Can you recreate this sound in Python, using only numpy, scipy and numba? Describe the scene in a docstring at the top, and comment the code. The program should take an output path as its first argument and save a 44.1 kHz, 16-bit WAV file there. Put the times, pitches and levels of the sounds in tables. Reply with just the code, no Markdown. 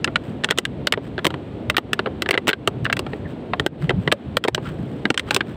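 """Sharp plastic snaps, rubs and hollow booms: two hands squeeze and twist an empty bottle on a rocky shore.
Dents in the thin wall buckle, ringing ribs and panels and pumping the air inside; skin sticks and slips.
Gusting wind rumbles and rushes over the hiss of far surf, and the rocks scatter a faint answer.
A limiter ducks everything during the hardest snaps and for a moment after them."""
import sys
import numpy as np
from scipy import signal
from scipy.fft import rfft, irfft, next_fast_len
from scipy.io import wavfile
from scipy.ndimage import uniform_filter1d, minimum_filter1d, map_coordinates
from numba import njit

SR = 44100
rng = np.random.default_rng(int(sys.argv[2]) if len(sys.argv) > 2 else 0)


def store_pcm(level_fs):
    """Save levels as 16-bit WAV."""
    pcm = np.round(np.clip(level_fs, -1, 1) * 32767).astype(np.int16)
    wavfile.write(sys.argv[1], SR, np.atleast_2d(pcm).T)


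N = 245195  # length in samples

# colour of the thin hiss, in skin friction and in the faint background: frequency_hz, relative_level_db
HISS_COLOUR = [(3000, -16), (5000, -1.5), (6500, -9), (8100, 3.5), (10000, -14), (13000, -13), (15200, -5)]


def amp(db):
    """Level law: decibels to amplitude gain."""
    return 10 ** (np.asarray(db) / 20)


def unit(x):
    """Power normalisation: scale to rms 1."""
    return x / np.sqrt(np.mean(x ** 2) + 1e-20)


def unit_energy(x):
    """Energy normalisation: give each row the energy of 10 ms at rms 1."""
    energy = np.sum(x ** 2, -1, keepdims=True) / (SR * .01)
    return x / np.sqrt(energy + 1e-20)


def along(points, hz):
    """Interpolation of (frequency_hz, value) points along a logarithmic frequency axis."""
    f, v = np.transpose(points)
    return np.interp(np.log(hz + 1), np.log(f), v)


def colour(x, points):
    """Minimum-phase filtering: the log magnitude, folded in the cepstrum, fixes a causal response."""
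    n = x.shape[-1]
    m = 2 * next_fast_len(n // 2 + 1024)
    # fall to -80 dB an octave outside the given points
    closed = [(points[0][0] / 2, -80), *points, (points[-1][0] * 2, -80)]
    log_gain = np.log(amp(along(closed, np.fft.rfftfreq(m, 1 / SR))))
    cepstrum = irfft(log_gain)
    cepstrum[1:m // 2] *= 2
    cepstrum[m // 2 + 1:] = 0
    response = np.exp(rfft(cepstrum))
    return irfft(rfft(x, m) * response, m)[..., :n]


def wobble(rate):
    """Slow random modulation: a smooth curve through normal deviates, rate knots a second."""
    knots = rng.standard_normal(int(N * rate / SR) + 4)
    return map_coordinates(knots, [np.arange(N) * rate / SR])


def noise(points):
    """Broadband excitation: coloured noise of rms 1."""
    return unit(colour(rng.standard_normal(N), points))


def tone(hz, waver, rate):
    """Frequency modulation: a sine of rms 1 whose pitch wanders by the relative depth waver."""
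    pitch_hz = hz * (1 + waver * wobble(rate))
    return unit(np.sin(2 * np.pi * np.cumsum(pitch_hz) / SR))


def swell(middle, half_width):
    """Gaussian envelope, down to exp(-2) of its peak at half_width seconds from the middle."""
    return np.exp(-2 * ((np.arange(N) / SR - middle) / half_width) ** 2)


def dying(t, t60, attack):
    """Damped response: quick rise, then exponential decay by 60 dB in t60 seconds."""
    return amp(-60 * t / t60) * (1 - np.exp(-t / attack))


def wind():
    """Turbulence: a low rumble follows the wind strength fully, a higher rush only in part."""
    # wind strength, of which only the departure from its mean counts: time_s, strength_db
    gusts = [(0, -32), (0.6, -36), (1.0, -33), (1.8, -35.5), (2.2, -34), (2.4, -39), (2.9, -29.5),
             (3.2, -33.5), (3.45, -30.5), (4.0, -30.5), (4.2, -36.5), (4.55, -29.5), (5.2, -37.5),
             (5.4, -30.5), (5.56, -37)]
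    # colours of the rumble and the rush: frequency_hz, relative_level_db
    rumble_colour = [(20, -42), (33, -33), (50, -8), (75, -2), (130, 2.5), (200, -2), (280, -11),
                     (450, -28.5)]
    rush_colour = [(120, -16.5), (230, 4), (350, 0), (500, -4.5), (700, -10), (1000, -22), (1600, -32)]
    rumble_db, rush_db, rush_follows = -33.7, -33.8, 0.3  # base levels; rush dB per gust dB
    strength_db = np.interp(np.arange(N) / SR, *np.transpose(gusts))
    gust_db = strength_db - strength_db.mean()
    rumble = amp(rumble_db + gust_db + 2.9 * wobble(26)) * noise(rumble_colour)
    rush = amp(rush_db + rush_follows * gust_db + 1.3 * wobble(16)) * noise(rush_colour)
    return rumble + rush


def surf():
    """Many distant sources merge into smooth noise, over a much fainter steady hiss."""
    # colour of far surf: frequency_hz, relative_level_db
    surf_colour = [(400, -15.5), (900, 7), (1500, 1.5), (2200, -0.5), (3300, -2), (4200, -9.5),
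                   (5200, -21.5), (6500, -26.5), (8200, -24), (10000, -35), (15000, -40)]
    waves = amp(-49.5 + 0.14 * wobble(2.1)) * noise(surf_colour)
    return waves + amp(-75) * noise(HISS_COLOUR)


def rocks(x):
    """Diffuse scattering: boulders and pebbles answer 3 ms later with a short decaying noise tail."""
    # decay time of the scattered sound: frequency_hz, t60_s
    decay = [(200, 0.051), (2000, 0.047), (8000, 0.043), (15000, 0.042)]
    hz, t, z = signal.stft(rng.standard_normal(SR // 5), SR, nperseg=128)
    fading = z * amp(-60 * t / along(decay, hz)[:, None])
    tail = signal.istft(fading, SR, nperseg=128)[1]
    delay = np.zeros(round(.003 * SR))
    return signal.fftconvolve(x, np.concatenate([delay, tail / np.linalg.norm(tail)]))[:N]


def squeaks():
    """Stick-slip oscillation: skin on the wall locks briefly into a faint, thin, unsteady tone."""
    # middle_s, pitch_hz, level_db
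    chirps = [(3.262, 1750, -40), (4.665, 1380, -33)]
    return sum(amp(db) * swell(s, 0.016) * tone(hz, waver=0.07, rate=450) for s, hz, db in chirps)


def slides():
    """Stick-slip friction: an irregular grip modulates the scrape and hiss of skin on the wall."""
    # fingers sliding: middle_s, half_width_s, scrape_level_db
    strokes = [(0.283, 0.089, -50.5), (1.06, 0.045, -47), (3.135, 0.08, -51), (3.305, 0.03, -45.5),
               (3.835, 0.047, -42), (4.027, .08, -52), (4.672, 0.038, -35), (4.88, 0.53, -53.5),
               (5.29, 0.025, -35), (5.348, 0.062, -35), (5.507, 0.058, -48)]
    # colour of the scrape: frequency_hz, relative_level_db
    scrape_colour = [(600, -7), (1000, -0.5), (1500, 3.5), (2300, -4.5), (3100, -2), (4500, -16.5),
                     (7000, -36)]
    hiss_db, hiss_grows = -31, 0.66  # the hiss gains less than a dB per dB of scrape
    scrape = sum(amp(db) * swell(s, width) for s, width, db in strokes)
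    hiss = sum(amp(hiss_db + hiss_grows * db) * swell(s, width) for s, width, db in strokes)
    grip = unit(amp(4.2 * wobble(500) + 1.5 * wobble(90)))
    return grip * (scrape * noise(scrape_colour) + hiss * noise(HISS_COLOUR))


def booms():
    """Cavity resonance: the hollow bottle booms briefly, as the grip shifts or after a snap."""
    # middle_s, pitch_hz, level_db
    hollow_booms = [(2.832, 112, -26), (3.842, 156, -15), (3.896, 127, -23), (3.95, 55, -31),
                    (3.94, 119, -26), (3.983, 174, -22.5), (3.988, 94, -21.5), (4.076, 149, -23),
                    (4.138, 570, -23.5), (4.63, 125, -24.5), (5.058, 202, -24), (5.113, 228, -21)]
    return sum(amp(db) * swell(s, 0.021) * tone(hz, waver=0.062, rate=60) for s, hz, db in hollow_booms)


def dents():
    """Stress redistribution: some dents make a neighbouring crease give way, weaker and duller."""
    # buckling dents; sharp_db sets the crack and air_db the thump, both relative to the panel:
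    # start_s, level_db, panel_hz, sharp_db, air_db, thump_hz
    main = np.array([(0.0439, -20, 1740, -4, -22, 300), (0.0758, -25, 1390, -33, 1, 363),
                     (0.1572, -14, 1460, -21, -16, 610), (0.4369, -24, 1860, -20, -3, 375),
                     (0.444, -19, 1760, -7, -11, 850), (0.4881, -25, 1510, -28, -9, 380),
                     (0.503, -27, 2130, -19, -5, 400), (0.5082, -12, 1880, -9, -3, 437),
                     (0.5197, -21, 1460, -30, -18, 413), (0.5758, -27, 1100, -7, -1, 670),
                     (0.5851, -15, 2010, -2, 0, 365), (0.652, -19, 1650, -13, -22, 320),
                     (0.8707, -12, 1457, -9, -5, 587), (0.9232, -12, 2210, -9, -6, 440),
                     (0.9368, -16, 1930, -25, -22, 600), (0.9743, -29, 910, -35, 12, 430),
                     (1.1796, -25, 1600, -34, 0, 368), (1.1896, -27, 1700, -30, -6, 310),
                     (1.2451, -26, 1920, -8, 3, 496), (1.2517, -19, 1090, -11, 0, 287),
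                     (1.2669, -20, 2170, -5, 4, 322), (1.3043, -32, 1340, -20, 4, 296),
                     (1.3406, -30, 980, -26, 3, 294), (1.6988, -15, 2110, -13, -7, 610),
                     (1.7437, -29, 1240, -40, -12, 400), (1.7672, -8, 1840, -14, -15, 430),
                     (1.7805, -10, 1230, -16, 0, 340), (1.9317, -16, 1720, -12, -8, 404),
                     (1.9914, -17, 1470, -28, -2, 386), (2.0597, -23, 1260, -37, 2, 520),
                     (2.0705, -31, 1070, -39, 9, 394), (2.2207, -23, 2010, -7, -5, 340),
                     (2.2598, -25, 1730, -32, 0, 386), (2.289, -20, 1960, -16, -1, 377),
                     (2.3085, -13, 2110, -10, -1, 417), (2.3292, -24, 1660, -35, 1, 300),
                     (2.3405, -15, 2100, -29, -2, 379), (2.3506, -23, 1590, -31, 3, 516),
                     (2.3761, -13, 2010, -24, -3, 397), (2.4713, -24, 1870, -14, -5, 333),
                     (2.4792, -19, 910, -2, 6, 312), (2.4857, -15, 1870, -16, -12, 297),
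                     (2.4909, -3, 1480, -13, -2, 420), (2.4993, -9, 2170, -17, -3, 444),
                     (2.5094, -13, 1590, -26, -2, 416), (2.5307, -7, 1580, -26, -9, 390),
                     (2.6746, -16, 1250, -11, 2, 400), (2.846, -41, 1980, -2, -15, 300),
                     (2.8528, -20, 1770, -26, -12, 303), (2.8628, -21, 1465, -38, -20, 650),
                     (2.8987, -21, 1600, -35, -8, 664), (2.927, -16, 1616, -15, -12, 415),
                     (2.9674, -27, 1940, -12, -2, 398), (2.992, -29, 1010, -3, 6, 370),
                     (3.0647, -33, 1360, -25, 7, 337), (3.1323, -32, 1890, -34, 6, 420),
                     (3.534, -19, 1064, -38, 0, 718), (3.5963, -19, 1830, -17, -2, 412),
                     (3.6629, -9, 1555, -13, 6, 363), (3.8934, -18, 2000, -21, 0, 440),
                     (3.9046, -22, 1620, -28, 5, 370), (4.0752, -17, 1930, -30, 0, 412),
                     (4.1166, -17, 1690, -21, -17, 820), (4.123, -12, 1205, -10, 3, 568),
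                     (4.3691, -5, 1350, -12, 0, 520), (4.4394, -17, 1950, -10, -8, 370),
                     (4.4486, -21, 944, -20, 9, 444), (4.4765, -26, 2170, -25, -2, 440),
                     (4.4824, -14, 1770, -12, 10, 365), (4.5469, -17, 1610, -3, -5, 608),
                     (4.5782, -29, 1013, -33, 11, 396), (5.0536, -15, 1600, -31, -2, 295),
                     (5.1026, -13, 1400, -11, 5, 300), (5.1427, -28, 1840, -8, 2, 432),
                     (5.1761, -17, 1590, -7, -17, 300), (5.1946, -22, 2080, -10, -7, 290),
                     (5.3079, -18, 1500, -12, -4, 840), (5.3453, -29, 940, 8, 3, 310),
                     (5.3632, -14, 1030, -7, -1, 388), (5.4067, -14, 1620, -30, -10, 335)])
    settle_chance, settle_db, settle_dull_db = 0.15, -21, -12
    luck, wait, size = rng.random((len(main), 3)).T
    s, db, panel_hz, sharp_db, air_db, thump_hz = main.T
    later_s = s + 0.004 + wait * 0.006  # 4 to 10 ms later
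    lower_hz = panel_hz * 2 ** ((size - 1) / 2)  # up to half an octave lower
    after = np.transpose([later_s, db + settle_db, lower_hz,
                          sharp_db + settle_dull_db, air_db + settle_dull_db, thump_hz])
    return np.vstack([main, after[luck < settle_chance]])


def ring(t, hz, t60, zone, share, stretch, attack):
    """Modal response: one leading mode with a share of the energy, among a noisy crowd of neighbours."""
    share = np.clip(share, 0, 1)
    sign = rng.choice([-1, 1], hz.shape)
    sine = sign * np.sin(2 * np.pi * hz * t)
    mode = unit_energy(colour(sine * dying(t, t60 * stretch, attack), zone))
    crowd = rng.standard_normal(mode.shape) * dying(t, t60, attack)
    crowd = unit_energy(colour(crowd, zone))
    return unit_energy(np.sqrt(share) * mode + np.sqrt(1 - share) * crowd)


def snaps():
    """Snap-through buckling: the crease cracks, ribs and panels ring briefly, the enclosed air thumps."""
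    # colours of the air, flat panels, ribs, crease and the crease's finest edge:
    # frequency_hz, relative_level_db
    hollow_colour = [(50, -28), (120, -2), (250, -1.5), (420, 2), (650, -0.5), (950, -3.5), (1600, -18)]
    panel_colour = [(400, -27.5), (850, -7), (1400, 2.5), (2000, 1.5), (2400, -8), (3800, -31)]
    rib_colour = [(1400, -47), (2200, -1), (3100, 3.5), (3900, -0.5), (4700, -12), (6000, -31),
                  (9000, -48.5)]
    crack_colour = [(3000, 3), (5000, 5.5), (6500, -1), (8200, 4.5), (9200, -4), (10500, -29), (15200, -25)]
    edge_colour = [(7000, -21), (9800, -3), (11500, -4), (13500, -1.5), (15200, 2)]
    # base level of the finest edge relative to the crack: time_s, level_db
    edge_course = [(0, -22), (0.45, -21), (0.5, -14), (0.9, -13), (1.25, -8), (3.0, -10), (4.4, -13),
                   (5.17, -23), (5.2, -12)]
    wall_t60_s, t60_s_per_db = 0.019, 0.00022  # ring at sharpness 0 dB; duller dents ring longer
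    thump_t60_s, vent_s_per_db, longest_s = 0.014, 0.0021, 0.06  # hard thumps vent fastest
    mean_rib_hz, rib_scatter = 2950, 0.1  # scatter in log frequency
    rib_db, rib_follows = 3.6, 0.36  # rib level at sharpness 0 dB, and dB per dB of sharpness
    edge_from_db, edge_grows = -16, 0.6  # stronger snaps gain edge, dB per dB
    dull_from_db, dull_loss = -14, 0.8  # duller snaps lose it, dB per dB

    s, db, panel_hz, sharp_db, air_db, thump_hz = dents().T[:, :, None]
    t = np.arange(4096) / SR
    t60 = np.maximum(wall_t60_s - t60_s_per_db * sharp_db, .005)
    thump_t60 = np.clip(thump_t60_s - vent_s_per_db * (db + air_db), .005, longest_s)
    rib_hz = mean_rib_hz * np.exp(rib_scatter * rng.standard_normal(s.shape))

    thump = ring(t, thump_hz, thump_t60, hollow_colour, share=0.62, stretch=0.83, attack=0.00037)
    panel = ring(t, panel_hz, t60, panel_colour, share=0.57, stretch=0.89, attack=0.00019)
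    rib = ring(t, rib_hz, t60 * 0.81, rib_colour, share=0.33, stretch=0.89, attack=0.00014)

    # the crease gives way within a millisecond, then its shiver dies in the wall
    shiver = dying(t, t60 * 1.13, attack=.0001) + 0.49 * dying(t, 0.0068, attack=.0001)
    burst = rng.standard_normal(rib.shape) * shiver
    edge_db = np.interp(s, *np.transpose(edge_course))
    edge_db = edge_db + edge_grows * np.maximum(db - edge_from_db, 0)
    edge_db = edge_db - dull_loss * np.maximum(dull_from_db - sharp_db, 0)
    edge = amp(edge_db) * unit_energy(colour(burst, edge_colour))
    crack = unit_energy(colour(burst, crack_colour)) + edge

    snap = amp(air_db) * thump + amp(-0.5) * panel
    snap = snap + amp(rib_db + rib_follows * sharp_db) * rib + amp(sharp_db) * crack
    # add every snap into the scene at its start
    where = np.round(s * SR).astype(int) + np.arange(len(t))
    return np.bincount(where.ravel(), (amp(db) * snap).ravel(), N)[:N]


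def scene():
    """Superposition: the bottle, its answer from the rocks, wind and surf."""
    bottle = snaps() + slides() + booms() + squeaks()
    return (bottle + amp(-23.5) * rocks(bottle) + wind() + surf())[None]


@njit
def recover(cut, keep):
    """Peak following: take every rise of the cut at once and let go exponentially."""
    out = cut.copy()
    for i in range(1, len(out)):
        out[i] = max(cut[i], out[i - 1] * keep)
    return out


def limiter(x, ceiling_db, hold, release):
    """Look-ahead gain control: turn down just before each peak, hold, then come back (seconds)."""
    power = uniform_filter1d(x ** 2, size=44)  # averaged over 1 ms
    level_db = 10 * np.log10(np.abs(power) + 1e-12)
    span = 2 * int(hold * SR / 2) + 1
    # the window reaches 60 samples ahead and the rest of the hold back
    cut = -minimum_filter1d(np.minimum(ceiling_db - level_db, 0), span, origin=span // 2 - 60)
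    cut_db = recover(cut, np.exp(-1 / (release * SR)))
    return x * amp(-uniform_filter1d(cut_db, size=60))


def record(dry):
    """Limiting, soft saturation of the last peaks, then a steep zero-phase low-pass."""
    top_hz = 15600
    x = limiter(dry[0], ceiling_db=-7.5, hold=0.032, release=0.063)
    x = x / (1 + np.abs(x / .95) ** 6) ** (1 / 6)
    m = next_fast_len(N + SR // 2)
    low_pass = 1 / np.sqrt(1 + (np.fft.rfftfreq(m, 1 / SR) / top_hz) ** 120)
    return irfft(rfft(x, m) * low_pass, m)[None, :N]


dry = scene()
out = record(dry)
store_pcm(out)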